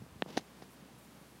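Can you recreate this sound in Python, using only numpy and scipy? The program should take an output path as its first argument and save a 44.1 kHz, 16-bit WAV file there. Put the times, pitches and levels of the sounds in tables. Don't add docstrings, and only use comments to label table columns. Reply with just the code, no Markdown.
import sys
import numpy as np
from scipy import signal
from scipy.fft import rfft, irfft, next_fast_len
from scipy.io import wavfile
from scipy.ndimage import map_coordinates

SR = 44100
rng = np.random.default_rng(int(sys.argv[2]) if len(sys.argv) > 2 else 0)


def to_wav(s):
    ch = np.atleast_2d(s).T
    pcm = np.round(np.clip(ch, -1, 1) * 32767)
    wavfile.write(sys.argv[1], SR, pcm.astype(np.int16))


N = 61739

# pitch_hz, gain_db
GARDEN_TONE = [(25, -34), (45, -15), (85, -16.5), (120, -2.5), (180, -1), (290, -5), (400, -8.5),
               (680, -12.5), (1000, -13), (1800, -18), (4000, -22.5), (7000, -26.5), (10500, -27.5),
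               (16000, -33)]
# time_s, level_db
GARDEN_LOUDNESS = [(0, -58.5), (.6, -57.5), (.76, -58.5), (1.05, -57.5), (1.4, -57.5)]
# middle_s, level_db, half_length_s
SWELLS = [(0.726, -67, 0.027), (0.992, -68.5, 0.013), (1.035, -72, 0.034), (1.245, -73.5, 0.23)]
# pitch_hz, gain_db
SWELL_TONE = [(3000, -33), (8000, -4), (10000, 0), (13500, -3), (16000, -7)]
# time_s, level_db
GRIP_LOUDNESS = [(0, -50.5), (.05, -60.5), (.11, -61), (.175, -55), (.215, -74)]
# pitch_hz, gain_db
GRIP_TONE = [(25, -19), (48, -5), (70, 3), (130, 0), (220, -9), (600, -52)]
# start_s, level_db, dull_above_hz
HAND_BUMPS = [(.0195, -42, 113), (.0345, -46.5, 120), (.064, -48, 394), (.158, -48.5, 150),
              (.195, -51, 200), (.2614, -37, 520), (.3647, -40, 357), (.37072, -30, 460),
              (.37516, -31.5, 1370), (.3911, -52, 540), (.3954, -49, 600), (.607, -49, 300),
              (.623, -39.5, 650), (.659, -52, 400), (.8235, -48.5, 180), (.857, -53, 450),
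              (1.213, -53, 260), (1.323, -53, 350), (1.351, -52, 200)]
# pitch_hz, gain_db
BUMP_TONE = [(35, -57.5), (90, -15), (160, 7.5), (350, 2.5), (1000, 2.5), (8000, -24)]
# time_s, level_db
SLIDE_LOUDNESS = [(.255, -73), (.277, -52), (.303, -51), (.33, -50.5), (.36, -48.5), (.378, -55.5),
                  (.398, -45.5), (.412, -92)]
# pitch_hz, gain_db
SLIDE_TONE = [(40, -45), (95, -20), (150, 5), (325, -5.5), (850, -6.5), (1300, -18.5), (3500, -17),
              (6000, -23), (8000, -33.5), (14000, -37)]
# start_s, level_db
SKIN_PEELS = [(0.3738, -42.5), (0.623, -58.5)]
# pitch_hz, gain_db
PEEL_TONE = [(200, -22), (1000, -10), (2500, -2), (4200, 1), (6200, -2), (7700, -17), (10000, -12),
             (12000, -23), (16000, -24)]
# start_s, level_db, dull_above_hz
FINGER_TAPS = [(.2225, -14, 3700)]
# pitch_hz, gain_db
TAP_TONE = [(40, -83), (105, -17), (180, 2), (400, 0), (820, -2.5), (1300, -12), (1850, -5), (2150, -17),
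            (2600, -8.5), (3900, -9.5), (4500, -19), (6500, -28), (16000, -59)]
# start_s, level_db, dull_above_hz, thin_below_hz
CASE_SNAPS = [(0.3712, -24, 6200, 2060), (.37513, -15, 1310, 74), (.37514, -28, 7440, 6180),
              (0.3772, -29, 4380, 2750), (0.3779, -24, 5380, 75), (0.3797, -32, 10700, 7440),
              (0.3817, -33.5, 1980, 330), (0.3846, -37, 7960, 3890), (0.3889, -37, 6080, 2240),
              (0.6206, -44, 1500, 250), (.6259, -44.5, 2300, 280)]
# pitch_hz, gain_db
SNAP_TONE = [(40, -56), (140, -7.5), (280, 2.5), (500, -6.5), (780, -2), (1150, -22), (1800, -2.5),
             (2250, -10.5), (3900, -1.4), (6100, -4), (7600, -29), (9800, -13.5), (16000, -38)]
# pitch_hz, gain_db, fade_s (time to fall 60 dB)
CASE_NOTES = [(310, -15.5, 0.0056), (785, -27, 0.0079), (1562, -28, 0.053), (1923, -28, 0.059),
              (3880, -17, 0.015), (4810, -25, 0.021), (6240, -23.7, 0.027)]

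GARDEN_SWAY_DB, HUM_HZ, HUM_DB = 0.5, 65.2, -67.5
SLIDE_DULL_HZ, SLIDE_BRIGHTEN_S, SLIDE_ROUGH_DB = 1300, 0.024, 2.2
PEEL_RISE_S, PEEL_FADE_S, PEEL_ROUGH_DB = 0.00071, 0.09, 6
LOW_CUT_HZ, HIGH_CUT_HZ = 75.6, 15850


def amp(db):
    return 10 ** (np.asarray(db) / 20)


def unit(x):
    return x / np.sqrt(np.mean(x ** 2) + 1e-20)


def tone_gain(tone, hz):
    pitches, gains_db = np.transpose(tone)
    return amp(np.interp(np.log(hz + 1), np.log(pitches + 1), gains_db))


def curve_db(rows):
    return np.interp(np.arange(N) / SR, *np.transpose(rows), left=-120, right=-120)


def wobble(rate_hz):
    points = rng.standard_normal(int(N * rate_hz / SR) + 4)
    return map_coordinates(points, [np.arange(N) * rate_hz / SR])


def filtered(x, gain_at):
    size = next_fast_len(N + 8192)
    hz = np.fft.rfftfreq(size, 1 / SR)
    return irfft(rfft(x, size) * gain_at(hz), size)[:N]


def noise(tone):
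    return unit(filtered(rng.standard_normal(N), lambda hz: tone_gain(tone, hz)))


def contact_gain(hz, dull_hz, thin_hz):
    return 1 / np.sqrt((1 + (hz / dull_hz) ** 4) * (1 + (thin_hz / (hz + 1)) ** 4))


def click(tone, dull_hz, thin_hz=0, size=4096):
    hz = np.fft.rfftfreq(size, 1 / SR)
    gain = tone_gain(tone, hz) * contact_gain(hz, dull_hz, thin_hz)
    cepstrum = irfft(np.log(gain + 1e-6))
    cepstrum[1:size // 2] *= 2
    cepstrum[size // 2 + 1:] = 0
    pulse = irfft(np.exp(rfft(cepstrum)))
    return pulse / np.abs(pulse).max()


def add(track, start_s, sound):
    part = track[max(round(start_s * SR), 0):][:len(sound)]
    part += sound[:len(part)]


def contacts(rows, tone):
    track = np.zeros(N)
    for start_s, level_db, *edges_hz in rows:
        add(track, start_s, amp(level_db) * click(tone, *edges_hz))
    return track


def garden():
    air = amp(curve_db(GARDEN_LOUDNESS) + GARDEN_SWAY_DB * wobble(rate_hz=6)) * noise(GARDEN_TONE)
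    hum = np.sin(2 * np.pi * HUM_HZ * np.arange(N) / SR + 0.14 * wobble(rate_hz=8.2))
    return air + amp(HUM_DB) * unit(hum)


def high_hiss_swells():
    t = np.arange(N) / SR
    loudness = sum(amp(level_db) * np.exp(-((t - middle_s) / half_length_s) ** 4)
                   for middle_s, level_db, half_length_s in SWELLS)
    return loudness * noise(SWELL_TONE)


def grip_rumble():
    return amp(curve_db(GRIP_LOUDNESS)) * noise(GRIP_TONE)


def hand_bumps():
    return contacts(HAND_BUMPS, BUMP_TONE)


def finger_slide():
    bright = noise(SLIDE_TONE)
    dull = filtered(bright, lambda hz: contact_gain(hz, SLIDE_DULL_HZ, thin_hz=0))
    elapsed_s = np.maximum(np.arange(N) / SR - SLIDE_LOUDNESS[0][0], 0)
    speed = 1 - np.exp(-elapsed_s / SLIDE_BRIGHTEN_S)
    loudness = amp(curve_db(SLIDE_LOUDNESS) + SLIDE_ROUGH_DB * wobble(rate_hz=202.9))
    return loudness * (dull + speed * (bright - dull))


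def skin_peel():
    loudness = np.zeros(N)
    for start_s, level_db in SKIN_PEELS:
        t = np.maximum(np.arange(N) / SR - start_s, 0)
        rise = 1 - np.exp(-t / PEEL_RISE_S)
        loudness += rise * amp(level_db - 60 * t / PEEL_FADE_S)
    crackle = noise(PEEL_TONE) * amp(PEEL_ROUGH_DB * wobble(rate_hz=700))
    return loudness * unit(crackle)


def finger_tap():
    return contacts(FINGER_TAPS, TAP_TONE)


def case_snaps():
    track = contacts(CASE_SNAPS, SNAP_TONE)
    t = np.arange(SR // 10) / SR
    for start_s, level_db, dull_hz, thin_hz in CASE_SNAPS:
        for pitch_hz, gain_db, fade_s in CASE_NOTES:
            strength = amp(level_db + gain_db + rng.normal(0, 1))
            strength *= contact_gain(pitch_hz, dull_hz, thin_hz)
            ring = amp(-60 * t / fade_s) * np.sin(2 * np.pi * pitch_hz * t)
            add(track, start_s, strength * ring)
    return track


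def scene():
    knocks = finger_tap() - case_snaps() - hand_bumps()
    rubbing = finger_slide() + skin_peel() + grip_rumble()
    background = garden() + high_hiss_swells()
    return (knocks + rubbing + background)[None]


def record(dry):
    low_cut = signal.butter(2, LOW_CUT_HZ, "highpass", fs=SR, output="sos")
    thinned = signal.sosfilt(low_cut, dry[0])
    return filtered(thinned, lambda hz: hz < HIGH_CUT_HZ)[None]


dry = scene()
out = record(dry)
to_wav(out)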